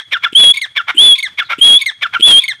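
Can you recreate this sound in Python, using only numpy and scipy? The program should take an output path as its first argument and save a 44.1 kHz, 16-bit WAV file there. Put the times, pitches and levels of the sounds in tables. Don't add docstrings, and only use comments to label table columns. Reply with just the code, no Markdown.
import sys
import numpy as np
from scipy import signal
from scipy.fft import rfft, irfft
from scipy.io import wavfile
from scipy.ndimage import uniform_filter1d, minimum_filter1d

SR = 44100
rng = np.random.default_rng(int(sys.argv[2]) if len(sys.argv) > 2 else 0)


def gain_from_db(level_db):
    decades = np.asarray(level_db, float) / 20
    return 10 ** decades


def inscribe(sig):
    pcm = np.round(np.clip(np.atleast_2d(sig).T, -1, 1) * 32767)
    wavfile.write(sys.argv[1], SR, pcm.astype(np.int16))


N = 114660
LEAD = SR // 2
TIME = (np.arange(N + LEAD) - LEAD) / SR

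# start t/s, length/s, start f/Hz, end f/Hz, level/dB
FALLS = [
    (-.038, 0.045, 2200, 1556, -20),
    (0.615, .042, 2215, 1565, -19),
    (1.228, .048, 2230, 1529, -20),
    (1.861, .046, 2190, 1588, -16.5),
    (2.482, 0.045, 2194, 1578, -18.5),
]
# start t/s, length/s, f/Hz, level/dB
PIPS = [
    (0.57, 0.021, 2240, -18.5),
    (1.184, 0.019, 2230, -18.5),
    (1.814, 0.021, 2240, -17),
    (2.436, 0.022, 2230, -20),
    (0.541, 0.014, 2200, -25.5),
    (1.155, 0.015, 2200, -34.5),
]
# start t/s, voice lock t/s, end t/s, top f/Hz, tone level/dB
CHUCKS = [
    (0.12, 0.135, 0.17, 1830, -17.5),
    (0.233, 0.248, 0.27, 1720, -15),
    (0.761, 0.777, 0.8089, 1770, -17),
    (0.879, 0.907, 0.91, 1485, -18.5),
    (1.383, 1.401, 1.426, 1720, -19.5),
    (1.496, 1.533, 1.540, 1400, -16.5),
    (2.02, 2.034, 2.0636, 1770, -18.5),
    (2.134, 2.152, 2.17, 1540, -14),
]
# full from t/s, until t/s, attack/s, release/s
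BLOWS = [
    (0.357, 0.516, 0.01, 0.011),
    (0.983, 1.123, 0.0068, 0.051),
    (1.618, 1.771, 0.0092, 0.021),
    (2.229, 2.394, 0.008, 0.012),
]


def rms_one(x):
    return x / np.sqrt(np.mean(x ** 2) + 1e-20)


def noise():
    return rng.standard_normal(len(TIME))


def at_hz(points, hz):
    points_hz, points_db = np.transpose(points)
    return np.interp(np.log(hz), np.log(points_hz), points_db)


def colour(x, points):
    hz = np.maximum(np.fft.rfftfreq(len(x), 1 / SR), 1)
    return rms_one(irfft(rfft(x) * gain_from_db(at_hz(points, hz)), len(x)))


def resonate(x, hz, width_hz):
    r = np.exp(-np.pi * width_hz / SR)
    poles = [1, -2 * r * np.cos(2 * np.pi * hz / SR), r * r]
    return signal.lfilter([(1 - r * r) / 2, 0, (r * r - 1) / 2], poles, x)


def twice(x, hz, width_hz):
    return rms_one(resonate(resonate(x, hz, width_hz), hz, width_hz))


def drift(rate_hz):
    return rms_one(signal.sosfilt(signal.butter(2, rate_hz, fs=SR, output="sos"), noise()))


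def gate(start, end, attack, release):
    rise = (TIME - start) / max(attack, 1e-4)
    fall = (end - TIME) / max(release, 1e-4) + 1
    return np.sin(np.pi / 2 * np.clip(np.minimum(rise, fall), 0, 1)) ** 2


def bump(centre, width):
    return np.exp(-((TIME - centre) / max(width, 1e-4)) ** 2)


def sine(hz):
    return np.sin(2 * np.pi * np.cumsum(hz) / SR)


def voice(hz, throat, spent, count):
    phase = 2 * np.pi * np.cumsum(hz * (1 + 0.0082 * drift(340))) / SR
    out = 0
    for k in range(1, count + 1):
        loss_db = 12 * spent * max(k - 2, 0) + 4 * max(k - 4, 0)
        shimmer_db = (1.16 + .4 * k) * drift(140)
        out = out + gain_from_db(at_hz(throat, k * hz) - loss_db + shimmer_db) * np.sin(k * phase)
    return out * 2 ** .5


def pulses(rate_hz, jitter, breath):
    cycles = np.cumsum(rate_hz * (1 + jitter * drift(600)).clip(.2)) / SR
    slaps = np.diff(np.floor(cycles), prepend=0) * gain_from_db(2 * noise())
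    return rms_one(slaps) + breath * noise()


def open_notes():
    # f/Hz, level/dB
    open_throat = [(1550, 4.5), (1900, -2), (2150, 6), (3700, 2), (4400, -10), (6500, -13.5), (7500, -11.5),
                   (8800, -9.5)]
    bend, attack_s, release_s, catch_db = 1.45, .004, .006, -13
    hz, gain = np.full(len(TIME), 2200.), 0
    catch, spent = np.zeros(len(TIME)), np.zeros(len(TIME))
    held = [(s, length, f, .98 * f, db) for s, length, f, db in PIPS]
    for s, length, from_hz, to_hz, db in sorted(FALLS + held):
        gone = np.clip((TIME - s) / length, 0, 1)
        begun = TIME > s - .002
        hz = np.where(begun, from_hz + (to_hz - from_hz) * gone ** bend, hz)
        spent = np.where(begun, gone * length / .045, spent)
        gain = gain + gain_from_db(db - 5.7 * gone) * gate(s, s + length - release_s, attack_s, release_s)
        catch += gain_from_db(db + 19.5) * gate(s - .002, s + .0005, .0008, 0.0036)
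    breath = twice(noise(), 3480, 600)
    return gain * voice(hz, open_throat, spent, count=7) + gain_from_db(catch_db - 4.5) * catch * breath


def sighs():
    level_db, release_s = -33, 0.024
    ends = [s + length for s, length, *_ in FALLS] + [row[2] for row in CHUCKS]
    puff = twice(noise(), 1360, 1800)
    return gain_from_db(level_db) * puff * sum(gate(s - .004, s, 0.0058, release_s) for s in ends)


def yard(x):
    # f/Hz, level/dB
    wall_colour = [(300, -50), (1700, 2), (2300, -4), (3800, -2.5), (6500, 3), (8800, 1), (10000, -14.5)]
    early_t60_s, early_db = 0.11, -13
    late_t60_s, late_db, delay_s = 1.814, -30, 0.0055
    wall_echo_s, wall_echo_db = 0.037, -25.5
    t = np.arange(SR) / SR
    early = gain_from_db(early_db - 60 * t / early_t60_s) / np.sqrt(early_t60_s)
    late = gain_from_db(late_db - 60 * t / late_t60_s) / np.sqrt(late_t60_s)
    onset = np.clip(t / delay_s - 1, 0, 1)
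    echo = colour(rng.standard_normal(SR), wall_colour) * (early + late) * onset * 3.16 / np.sqrt(SR)
    echo[int(wall_echo_s * SR)] += gain_from_db(wall_echo_db)
    return signal.fftconvolve(x, echo)[:len(x)]


def open_air():
    # f/Hz, level/dB
    air_colour = [(40, -27.5), (110, -5.5), (170, -16.5), (500, -26.5), (1800, -17.5), (4500, -27.5),
                  (9000, -39.5), (15000, -45.5)]
    return gain_from_db(-55 + 3.7 * drift(11.5)) * colour(noise(), air_colour)


def twitter():
    # start t/s, length/s, start f/Hz, end f/Hz, level/dB
    glides = [
        (0.08, 0.066, 8700, 9400, -64),
        (.68, .06, 9200, 8610, -66),
        (1.44, 0.036, 4400, 3760, -38),
        (2.565, .04, 8965, 9000, -82),
    ]
    out, wobble = 0, drift(750)
    for s, length, from_hz, to_hz, db in glides:
        hz = np.interp(TIME, [s, s + length], [from_hz, to_hz]) * (1 + .06 * wobble)
        out = out + gain_from_db(db) * gate(s, s + length, 0.016, .015) * sine(hz)
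    return out


def chucks():
    # level/dB, low throat share/dB, slap rate/Hz
    rasps = [(-12, -8, 1090), (-15, 2, 1070), (-14, -3.5, 1100), (-16, 11.5, 715), (-14, -4.5, 1120),
             (-16.5, 9.5, 730), (-14, -2.5, 1100), (-18, 10, 740)]
    # f/Hz, width/Hz, level/dB; first two are the low throat
    rasp_throat = [(1020, 615, -7.5), (1488, 580, -7), (2230, 363, 8.5), (3317.5, 760, 2.5),
                   (5540, 1600, -19.5), (10100, 9300, -22), (590, 520, -10.5)]
    # f/Hz, level/dB
    chuck_throat = [(1300, 3.5), (1800, 0.5), (2800, -12.5), (3500, 5.5), (4300, -45.5), (5400, -17.5),
                    (6300, -41), (7100, -32)]
    rest_hz, rise = 1357, 1
    attack_s, overlap_s, lead_db = 0.012, 0.0084, -16
    waver_before_s, waver_s, waver_depth = .011, .003, .45
    rebound_after_s, rebound_s, rebound_db = 0.005, 0.0022, -11.5
    rate_hz = np.full(len(TIME), 1000.)
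    for row, rasp in zip(CHUCKS, rasps):
        rate_hz[TIME > row[0] - .03] = rasp[2]
    slaps = pulses(rate_hz, jitter=0.25, breath=.35)
    rings = [(-1) ** k * gain_from_db(db) * twice(slaps, f, width) for k, (f, width, db) in enumerate(rasp_throat)]
    low, high = sum(rings[:2]), sum(rings[2:])
    harsh, gain = 0, 0
    hz, spent = np.full(len(TIME), 1500.), np.zeros(len(TIME))
    for (start, lock, end, top_hz, db), (rasp_db, low_db, _) in zip(CHUCKS, rasps):
        swell = gate(start - .003, lock, attack_s, overlap_s)
        swell = swell + gain_from_db(lead_db) * gate(start - .012, start, 0.0088, 0.0095)
        swell = swell + 0.033 * gate(lock, end, 0.012, 0.0099)
        harsh = harsh + gain_from_db(rasp_db - 9.0) * swell * (high + gain_from_db(low_db) * low)
        begun = TIME > start - .02
        path = np.interp(TIME, [lock - .01, lock + 0.0031, end - .012, end],
                         [rise * top_hz, top_hz, 1.05 * rest_hz, rest_hz])
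        hz = np.where(begun, path, hz)
        spent = np.where(begun, np.clip((TIME - lock) / (end - lock), 0, 1), spent)
        waver = 1 - waver_depth * bump(end - waver_before_s, waver_s)
        held = waver * gate(lock - .006, end - .001, 0.00424, 0.0036)
        gain = gain + gain_from_db(db) * (held + gain_from_db(rebound_db) * bump(end + rebound_after_s, rebound_s))
    return harsh + gain * voice(uniform_filter1d(hz, size=201), chuck_throat, spent, count=4)


def gulps():
    # t/s, push level/dB, click level/dB, push length/s
    pushes = [
        (0.331, -21.5, -10.5, 0.0021),
        (0.953, -28, -39, 0.0047),
        (0.969, -30, -26, .003),
        (1.588, -21, -15.5, 0.0022),
        (1.595, -28.5, -18, 0.0016),
        (2.2, -21, -9.5, 0.0021),
        (2.209, -20.5, -3.5, 0.0018),
    ]
    # t/s, length/s, f/Hz, level/dB
    false_starts = [
        (0.9752, .0025, 2970, -8),
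        (1.607, 0.0048, 3150, -27),
        (2.218, 0.0037, 3040, -20),
    ]
    push_hz, hiss_db = 311.4, -36.5
    out = 0
    click = twice(noise(), 2930, 730)
    puff = colour(noise(), [(1500, -14.0), (3000, 10.5), (5000, -35), (8000, -5.5), (15000, -26.0)])
    for s, push_db, click_db, length in pushes:
        out = out + gain_from_db(push_db) * bump(s - .001, length) * np.sin(2 * np.pi * push_hz * (TIME - s))
        out = out + gain_from_db(click_db - 10.5) * gate(s - .0005, s + 0.00031, 0.0005, 0.0044) * click
        out = out + gain_from_db(hiss_db) * gate(s - .009, s + 0.0054, 0.0036, 0.027) * puff
    for s, length, hz, db in false_starts:
        out = out + gain_from_db(db) * bump(s, length) * np.sin(2 * np.pi * hz * TIME)
    return out


def whistles():
    # t/s, f/Hz
    pitch_curves = [
        [(.347, 3022), (.36, 3160), (.375, 3370), (.395, 3418), (.453, 3324), (.5, 3321), (.523, 3414)],
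        [(.971, 2957), (.99, 3204), (1.021, 3440), (1.05, 3470), (1.1, 3393), (1.137, 3295), (1.16, 3500)],
        [(1.61, 3158), (1.63, 3260), (1.651, 3348), (1.711, 3275), (1.75, 3343), (1.771, 3373), (1.786, 3535)],
        [(2.222, 3186), (2.239, 3376), (2.263, 3455), (2.333, 3190), (2.377, 3215), (2.395, 3340),
         (2.408, 3600)],
    ]
    partials_db = [0, -38.5, -18.5, -42]
    level_db = -1.5
    earlier_s = 0.57
    tone, level = 0, 0
    for k, shift in [(0, earlier_s), (0, 0), (1, 0), (2, 0), (3, 0)]:
        s, hz = np.transpose(pitch_curves[k])
        start, end, attack, release = BLOWS[k]
        gain = gate(start - attack - shift, end - shift, attack, release) ** 1.4
        phase = 2 * np.pi * np.cumsum(uniform_filter1d(np.interp(TIME, s - shift, hz), size=661)) / SR
        for m, db in enumerate(partials_db, 1):
            waver_db = (m % 2 == 0) * 3.1 * drift(120)
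            tone = tone + gain ** (2 * m - 1) * gain_from_db(db + waver_db) * np.sin(m * phase)
        level = level + gain
    return tone * 2 ** .5 * gain_from_db(level_db + 0.067 * drift(100)), level


def crackle(level):
    # f/Hz, level per Hz/dB
    click_colour = [(40, -12.5), (300, -4.5), (1200, -9), (2400, -5), (3500, 7.5), (4700, -16.5),
                    (6500, -17), (9800, -9.5),
                    (12000, -28), (15500, -29.5)]
    level_db, swell_db, clicks_per_s = -15, 15, 12000
    peak_share = 0.41
    swell = 0
    for start, end, attack, release in BLOWS:
        gone = (TIME - start) / (end - start)
        dip = np.interp(gone, [0, peak_share, 1], [1, 0, .8]) ** 2
        swell = np.where(TIME > start - .02, dip, swell)
    sizes = gain_from_db(2.73 * np.minimum(rng.exponential(1, len(TIME)), 5)) * rng.choice([-1, 1], len(TIME))
    clicks = sizes * (rng.random(len(TIME)) < clicks_per_s / SR)
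    gain = gain_from_db(level_db - swell_db * swell + 2.88 * drift(30)) * level ** 2
    return gain * colour(clicks, click_colour)


def burbles():
    # start t/s, end t/s, level/dB
    spans = [
        (0.532, 0.545, -20.5),
        (0.55, 0.59, -24),
        (1.149, 1.206, -23.5),
        (1.783, 1.839, -23.5),
        (2.396, 2.46, -25),
    ]
    # f/Hz, width/Hz, level/dB
    burble_throat = [(2450, 320, -6.5), (3510, 440, 0), (4300, 220, -29), (8400, 5800, -21.5)]
    slap_hz, low_db, flutter_db = 1051, -19.5, 4.5
    slaps = pulses(slap_hz, jitter=0.23, breath=0.86)
    rings = sum(gain_from_db(db) * twice(slaps, hz, width) for hz, width, db in burble_throat)
    low = gain_from_db(low_db + 0.9 * drift(50)) * sine(slap_hz * (1 + 0.0088 * drift(33)))
    gain = sum(gain_from_db(db) * gate(start, end, 0.013, 0.013) for start, end, db in spans)
    pipping = sum(gate(s, s + length - .006, 0.0022, 0.0053) for s, length, *_ in PIPS[:4])
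    flutter = gain_from_db(flutter_db * drift(50).clip(-2, 1.5))
    return gain * (1 - 0.65 * pipping) * (rings * flutter + low)


def gain_control(level):
    duck_db, recover_s = 1, 0.026
    r = np.exp(-1 / (recover_s * SR))
    return gain_from_db(-duck_db * np.maximum(level, signal.lfilter([1 - r], [1, -r], level)))


def scene():
    whistle_wet_db = -5
    tone, level = whistles()
    notes = chucks() + open_notes() + burbles() + gulps() + sighs()
    tail = yard(notes + gain_from_db(whistle_wet_db) * tone)
    mix = tone + crackle(level) + notes + gain_control(level) * (tail + open_air()) + twitter()
    return mix[None, LEAD:]


def band_limit(x):
    return signal.sosfilt(signal.butter(12, 15790, fs=SR, output="sos"), x)


def record(dry):
    ceiling, cutoff_hz = .91, 16600
    peak = uniform_filter1d(-minimum_filter1d(-np.abs(dry), size=41), size=21)
    limited = dry / np.maximum(1, peak / ceiling)
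    cut = signal.sosfilt(signal.cheby2(12, 70, cutoff_hz, fs=SR, output="sos"), limited)
    return band_limit(cut)


dry = scene()
out = record(dry)
inscribe(out)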